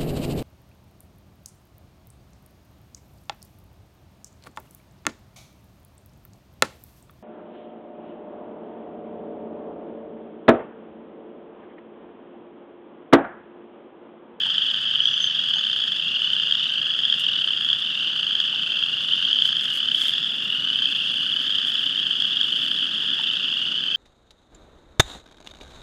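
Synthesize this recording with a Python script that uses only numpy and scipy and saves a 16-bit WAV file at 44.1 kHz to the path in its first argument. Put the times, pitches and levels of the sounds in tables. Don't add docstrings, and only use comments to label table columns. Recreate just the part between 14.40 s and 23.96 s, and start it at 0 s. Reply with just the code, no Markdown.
import sys
import numpy as np
from scipy import signal
from scipy.fft import rfft, irfft, next_fast_len
from scipy.io import wavfile
from scipy.ndimage import uniform_filter1d

SR = 44100
rng = np.random.default_rng(int(sys.argv[2]) if len(sys.argv) > 2 else 0)


def write(x):
    x = np.atleast_2d(x).T
    wavfile.write(sys.argv[1], SR, np.round(np.clip(x, -1, 1) * 32767).astype(np.int16))


N = 421596


def from_db(db):
    return 10 ** (np.asarray(db) / 20)


def unit_power(x):
    return x / np.sqrt(np.mean(x ** 2) + 1e-20)


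def in_time(rows):
    times, *columns = np.transpose(rows)
    return [np.interp(np.arange(N) / SR, times, column) for column in columns]


def noise(spectrum):
    hz, db = np.transpose(spectrum)
    bins = np.linspace(1, SR / 2, N + 1)
    gain = from_db(np.interp(np.log(bins), np.log(hz), db)) * np.minimum(bins / hz[0], 1)
    size = next_fast_len(N)
    gain = np.interp(np.linspace(0, N, size // 2 + 1), np.arange(N + 1), gain)
    return unit_power(irfft(rfft(rng.standard_normal(size)) * gain, size)[:N])


def split(x, hz):
    return [signal.sosfilt(signal.butter(4, hz, kind, fs=SR, output="sos"), x)
            for kind in ("low", "high")]


def place(starts, sounds):
    at = np.round(starts * SR).astype(int)[:, None] + np.arange(sounds.shape[1])
    inside = (at >= 0) & (at < N)
    return np.bincount(at[inside], sounds[inside], N)


def scatter(x, t60, tail_t60, tail_db):
    t = np.arange(int(max(t60, tail_t60) * SR) + 2) / SR
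    reeds = unit_power(from_db(-60 * t / t60))
    trees = from_db(tail_db) * unit_power(from_db(-60 * t / tail_t60))
    echoes = signal.oaconvolve(x, rng.standard_normal(len(t)) * (reeds + trees))[:N]
    return unit_power(echoes) * np.std(x)


def trill_pulses(trills, uneven_db, soft_start_db=12, end_fade_db=4.5, pure_start_db=6):
    first_stretch, last_stretch = 1.9, .95
    pulses = []
    for start, end, count, slowing, first_hz, last_hz, db, lift_db in trills:
        count = int(round(count))
        gaps = 1 + (slowing - 1) * np.linspace(0, 1, count - 1) ** 2
        elapsed = np.append(0, np.cumsum(gaps))
        along = elapsed / elapsed[-1]
        level = db - soft_start_db * np.exp(-along / .25) - end_fade_db * along ** 4
        level += uneven_db * rng.uniform(-.74, 1, count)
        hz = first_hz + (last_hz - first_hz) * along ** 1.25
        lift = lift_db - pure_start_db * (1 - along) ** 2
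        stretch = first_stretch * (last_stretch / first_stretch) ** along
        pulses.append(np.column_stack([start + (end - start) * along, level, hz, lift, stretch]))
    return np.vstack(pulses)


def frog_voice(pulses, rise_s, length_spread, ring_db, ring_s, samples, partials=None):
    # multiple of the pitch, level in dB, relative length. The third is the sac's own note.
    call_partials = [(.41, -26, 0.89), (0.513, -18.5, 0.85), (1, 1.5, 0.93), (1.34, -22, 0.6),
                     (1.5, -21.5, 0.92), (2, -29.5, 0.63), (2.5, -47, 0.69), (3, -48, 0.35), (3.8, -50, .3)]
    at, db, hz, lift_db, stretch = np.float32(pulses).T[:, :, None]
    t = np.arange(samples, dtype=np.float32) / SR
    rise = np.float32(rise_s * stretch * np.exp(length_spread * rng.uniform(-1, 1, at.shape)))
    age = t / rise
    ring = np.float32(from_db(ring_db)) * np.tanh(age / 2) ** 2 * np.exp(-t / ring_s) * (1 - t / t[-1])
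    sounds = 0
    for k, (multiple, partial_db, length) in enumerate(partials or call_partials):
        is_sac = k == 2
        own_age = np.maximum(1 + (age - 1) / float(length), 0)
        swell = own_age * np.exp(1 - np.minimum(own_age, 20))
        envelope = swell ** 3 + ring * is_sac
        phase = 2 * np.pi * (float(multiple) * hz * t + np.float32(rng.random(at.shape)))
        gain = np.float32(from_db(db + partial_db + (0 if is_sac else lift_db)))
        sounds = sounds + gain * envelope * np.sin(phase)
    return place((at - rise)[:, 0], sounds)


def near_frogs():
    # first and last pulse in seconds, pulse count, last gap over first gap, first and last
    # pitch in Hz, relative level in dB, lift of the side partials in dB.
    trills = [(-0.27, 0.363, 21.0, 2.23, 2990, 3415, -21.5, 3),
              (0.102, 0.897, 23.0, 2.32, 2816, 3430, -22.5, 0),
              (0.578, 1.315, 20.0, 2.38, 3030, 3526, -18, 1.0),
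              (0.978, 1.565, 21.0, 2.05, 2920, 3360.0, -19, 4),
              (1.626, 2.242, 21.0, 1.99, 2755, 3420, -17, 0.5),
              (2.042, 2.717, 19.0, 2.2, 2830, 3440, -21.5, 0.7),
              (2.224, 2.959, 18.0, 1.84, 2695, 3360, -20, -0.2),
              (2.754, 3.33, 21.0, 1.9, 2813, 3336, -17.5, 1.5),
              (3.508, 4.051, 18.0, 2.26, 2770, 3300, -19, 3),
              (3.988, 4.486, 14.0, 2.26, 2900, 3180, -18.5, 2),
              (4.264, 4.985, 19.0, 1.72, 2675, 3285, -20.5, 3.5),
              (4.71, 5.303, 20.0, 2.08, 2797, 3480, -19.5, 6),
              (5.238, 5.829, 20.0, 2.08, 2912, 3440, -18, 3),
              (6.034, 6.562, 20.0, 1.63, 2820.0, 3280, -18, 2),
              (6.17, 6.876, 22.0, 1.75, 2940, 3374, -24.5, 3),
              (6.51, 7.155, 17.0, 1.87, 2640.0, 3150, -26, -3.5),
              (6.776, 7.473, 25.0, 1.78, 2910.0, 3356, -19, 2.5),
              (7.356, 8.032, 18.0, 2.35, 2840, 3510, -18, -1),
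              (7.698, 8.363, 17.0, 1.36, 2945, 3420, -21, -2),
              (7.91, 8.469, 21.0, 1.96, 2840, 3240, -22, 3), (8.162, 8.885, 21.0, 1.6, 2900, 3470, -25, 2),
              (8.47, 9.117, 24.0, 1.75, 2820, 3370, -23.5, 4.5),
              (8.78, 9.504, 18.0, 2.11, 2760, 3174, -19.5, 0)]
    # time in seconds, level in dB, pitch in Hz,
    # lift of the side partials in dB.
    accents = [(0.1821, -9, 3120.0, -5), (0.2215, -13, 3260, -5), (0.5574, -9, 3120, -15),
               (0.6045, -7, 3090, -20), (0.6563, -8, 3190, -5), (0.6744, -10.5, 3330, -15),
               (0.7784, -13.5, 3230, -1), (0.8428, -11, 3180, -2), (1.3633, -13, 3130, -1),
               (1.8198, -12.5, 2980, -5), (2.1243, -8.5, 3180, -1), (2.383, -12.5, 2980, -4),
               (2.591, -17.5, 3290, 5), (2.636, -12.5, 3130, -11), (2.6528, -8.5, 3270, -3),
               (2.7008, -11, 3280, -7.5), (2.7268, -9, 3270, -1.5), (2.7418, -11, 3220, -3),
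               (2.8665, -11.5, 3050, -9), (3.0188, -13, 3000, -3.5), (3.0445, -11, 3040, -10),
               (3.1359, -12.5, 3000, -14.5), (3.2889, -13, 3120, 2.5), (3.3021, -12, 3310, -6.5),
               (3.3311, -9.5, 3240, 0.5), (3.9532, -11, 3220, 2), (4.0024, -10, 3270, 3),
               (4.4376, -11.5, 3280, -11), (4.7357, -8.5, 3140, -10), (4.8523, -10.5, 3170, -10),
               (4.9304, -8.5, 3210, -5), (4.9599, -11, 3120, -6), (4.9881, -11, 3130, -4),
               (5.022, -7.5, 3160, -4), (5.054, -14.5, 3150, 5), (5.5472, -10.5, 3090, -15),
               (6.3586, -10, 3130, -8.5), (6.4571, -11, 3250, -0.5), (7.156, -12, 3050, -2.5),
               (7.8227, -12.5, 3310, 1.5), (7.9708, -12, 3320, -10), (8.0128, -9, 3280, -1.5),
               (8.902, -12, 3010, -19)]
    pulses = trill_pulses(trills, uneven_db=2)
    accent_pulses = np.column_stack([accents, np.ones(len(accents))])
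    apart = np.abs(pulses[:, :1] - accent_pulses[:, 0]).min(axis=1) > .006
    trilling = frog_voice(pulses[apart], rise_s=.002, length_spread=.1,
                          ring_db=-7, ring_s=.011, samples=1000)
    accented = frog_voice(accent_pulses, rise_s=.002, length_spread=.1,
                          ring_db=-10, ring_s=.0065, samples=600)
    direct = from_db(4) * trilling + accented
    return direct + from_db(-12) * scatter(direct, t60=.04, tail_t60=.3, tail_db=-6)


def crowd_trills(count=200, pulse_count=20, slowing=2, climb_hz=520, lift_db=1.5):
    start = np.linspace(-.7, N / SR, count) + rng.uniform(-.04, .04, count)
    end = start + rng.uniform(.56, .72, count)
    middle_hz = rng.triangular(2880, 3300, 3470, count)
    first_hz, last_hz = middle_hz - climb_hz / 2, middle_hz + climb_hz / 2
    db = rng.uniform(-2.2, 0, count)
    columns = np.broadcast_arrays(start, end, pulse_count, slowing, first_hz, last_hz, db, lift_db)
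    return np.column_stack(columns)


def patch_of_reeds(pulses):
    direct = frog_voice(pulses, rise_s=.0019, length_spread=.2, ring_db=-6.5, ring_s=.011, samples=750)
    return direct + from_db(-2.5) * scatter(direct, t60=.05, tail_t60=.5, tail_db=-2)


def crowd(patches=6, divide_hz=3050, trims_db=(-5.5, -5)):
    # time in seconds, relative levels of the low and of the high voices in dB.
    levels = [(0.0, -24.5, -24), (1.44, -28, -24), (1.81, -26.5, -23), (2.0, -26, -24.5),
              (4.58, -26.5, -24.5), (4.87, -25, -22), (5.09, -27, -20.5), (5.3, -26.5, -27.5),
              (5.62, -27.5, -21.5), (5.911, -27.5, -24.5), (6.15, -25, -28), (6.39, -26, -23.5),
              (9.43, -26, -25.5), (9.56, -24, -22)]
    pulses = trill_pulses(crowd_trills(), uneven_db=4)
    din = sum(patch_of_reeds(pulses[k::patches]) for k in range(patches))
    low = signal.sosfiltfilt(signal.butter(8, divide_hz, fs=SR, output="sos"), din)
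    chorus = 0
    for voices, level_db, trim_db in zip((low, din - low), in_time(levels), trims_db):
        even = voices / np.sqrt(uniform_filter1d(voices ** 2, size=12000) + 1e-9)
        chorus = chorus + even * from_db(level_db + trim_db)
    return chorus


def far_chorus():
    # frequency in Hz, relative spectral level in dB.
    rasp_spectrum = [(1100, -26), (1650, -12), (2200, -22.5), (2550, -5.5), (2750, 6), (2950, -6.5),
                     (3200, 9.5), (3450, 1.5), (3650, -8.5), (3950, -25.5), (4800, -10), (5500, -42.5)]
    return from_db(-34) * noise(rasp_spectrum)


def traffic(trim_db=-.74):
    # frequency in Hz, relative spectral level in dB.
    road_spectrum = [(15, -60.5), (25, -35), (48, -27), (120, 0), (167, 0.5), (259, -3), (420, -11),
                     (550, -46.5), (920, -120)]
    # time in seconds, relative levels of the deep rumble and of the tyre drone in dB.
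    levels = [(0.0, -56, -52.5), (0.26, -55, -57), (9.21, -57.5, -49), (9.56, -62, -48)]
    bands = split(noise(road_spectrum), hz=196)
    return sum(unit_power(band) * from_db(db + trim_db) for band, db in zip(bands, in_time(levels)))


def air():
    # frequency in Hz, relative spectral level in dB.
    hiss_spectrum = [(25, -15.5), (200, 0.5), (420, -1.5), (540, 3.5), (800, -1.5), (1200, -4),
                     (2200, -1.5), (5500, -8.5), (7500, -15), (10000, -20.5), (12800, -36), (15500, -58.5)]
    low, treble = split(from_db(-50) * noise(hiss_spectrum), hz=7000)
    coder_flicker_db = 4 * unit_power(uniform_filter1d(rng.standard_normal(N), size=350))
    return low + treble * from_db(coder_flicker_db)


def plops(swell_s=.0024):
    # time of the peak in seconds, peak level in dB, pitch in Hz.
    blips = [(.064, -37, 895), (1.164, -38.5, 860), (3.314, -43.5, 1060), (4.138, -40.5, 870),
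             (8.633, -41.5, 930), (8.796, -33, 890)]
    at, db, hz = np.transpose(blips)[:, :, None]
    t = np.arange(SR // 20) / SR
    swell = (t / swell_s * np.exp(1 - t / swell_s)) ** 2
    direct = place(at[:, 0] - swell_s, from_db(db) * swell * np.sin(2 * np.pi * hz * t))
    return direct + from_db(-6) * scatter(direct, t60=.04, tail_t60=.2, tail_db=-9)


def stalks(snaps_per_s=45):
    # start in seconds, relative level in dB, seconds to fall by 60 dB.
    ticks = [(.412, -28, .006), (1.091, -30, .008), (2.795, -28.5, 0.096), (5.354, -25, 0.017),
             (5.373, -24, .015), (5.641, -31, 0.013), (5.681, -23, .02), (6.04, -40, .03),
             (7.022, -37, .025), (7.305, -42, .02), (7.341, -31, .025), (7.404, -40, .02),
             (8.238, -40, .015), (8.304, -38, .025)]
    # frequency in Hz, relative spectral level in dB.
    rustle_spectrum = [(1200, -8.5), (2100, 8.5), (5000, 3.5), (8000, 0), (11000, -3.5), (13000, -10),
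                       (15500, -24)]
    grain = from_db(3.5 * unit_power(uniform_filter1d(rng.standard_normal(N), size=110)))
    impulses = (rng.random(N) < snaps_per_s / SR) * rng.uniform(1, 4, N)
    snaps = signal.lfilter([1], [1, -.96], impulses + 1e-18)
    starts, db, t60 = np.transpose(ticks)
    t = np.arange(SR // 10) / SR
    tick_envelope = place(starts, from_db(db[:, None] - 12 - 60 * t / t60[:, None]))
    friction = noise(rustle_spectrum)
    _, treble = split(friction, hz=6000)
    rustle = friction * rubbing() * (unit_power(grain) + from_db(4) * snaps)
    return rustle + tick_envelope * unit_power(treble)


def rubbing(release_share=.93):
    # time of the peak in seconds, swell time in seconds, relative peak level in dB.
    rubs = [(5.065, 0.019, -45.5), (5.24, 0.021, -47), (5.35, 0.041, -47.5), (5.64, 0.06, -41.5),
            (7.05, .035, -52.5), (7.29, 0.02, -46.5), (7.43, .06, -58), (8.22, 0.16, -53.5)]
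    stir = (6.7, 2.1, -58)
    power, t = 0, np.arange(N) / SR
    for peak_s, swell_s, db in [*rubs, stir]:
        away = (t - peak_s) / np.where(t < peak_s, swell_s, swell_s * release_share)
        power = power + from_db(db) ** 2 * np.exp(-np.minimum(away ** 2, 20))
    return np.sqrt(power)


def bird():
    # time in seconds, pitch in Hz, level in dB.
    whistles = [
        [(0.615, 6150, -57), (0.625, 6000, -44), (0.719, 5830, -50), (0.737, 5960, -41), (0.787, 6160, -52.5),
         (0.821, 6210, -33.5), (0.858, 6300, -36.5), (0.878, 6100, -43), (0.899, 5770, -58), (0.945, 5540, -51)],
        [(1.145, 6180, -53), (1.16, 6300, -41.5), (1.175, 6680, -49), (1.21, 6600, -52)],
    ]
    direct, t = 0, np.arange(N) / SR
    for whistle in whistles:
        hz, db = in_time(whistle)
        start, end = whistle[0][0], whistle[-1][0]
        gate = np.clip(np.minimum(t - start, end - t) / .005, 0, 1)
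        direct = direct + gate * from_db(db) * np.sin(2 * np.pi * np.cumsum(hz) / SR)
    return direct + from_db(-6.5) * scatter(direct, t60=.053, tail_t60=.21, tail_db=-13)


def shrill_frog(pulse_count=18, slowing=1.8, first_hz=8900, last_hz=10050):
    # first and last pulse in seconds, relative level in dB.
    calls = [(1.137, 1.633, -50), (2.903, 3.386, -49), (4.503, 5.01, -47.5), (6.522, 7.02, -46),
             (8.276, 8.75, -50.5)]
    trills = [(start, end, pulse_count, slowing, first_hz, last_hz, db, 0) for start, end, db in calls]
    direct = frog_voice(trill_pulses(trills, uneven_db=3), rise_s=.0007, length_spread=.3,
                        ring_db=-20, ring_s=.01, samples=400, partials=[(1, 0, 1)])
    return from_db(-2) * direct + from_db(1) * scatter(direct, t60=.05, tail_t60=.25, tail_db=-17.5)


def engine(hum_hz=266.8, width_hz=35, nearest_s=7.5, pass_s=1.8):
    band = signal.butter(2, [hum_hz - width_hz / 2, hum_hz + width_hz / 2], "band", fs=SR, output="sos")
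    hum = unit_power(signal.sosfilt(band, rng.standard_normal(N)))
    nearness = 1 / (1 + ((np.arange(N) / SR - nearest_s) / pass_s) ** 4)
    return from_db(-54.5) * nearness * hum


def scene():
    frogs = near_frogs() + shrill_frog() + crowd() + far_chorus()
    return (frogs + bird() + stalks() + plops() + traffic() + engine() + air())[None]


def record(dry):
    return signal.sosfilt(signal.ellip(10, .1, 80, 15700, fs=SR, output="sos"), dry)


dry = scene()
out = record(dry)
write(out)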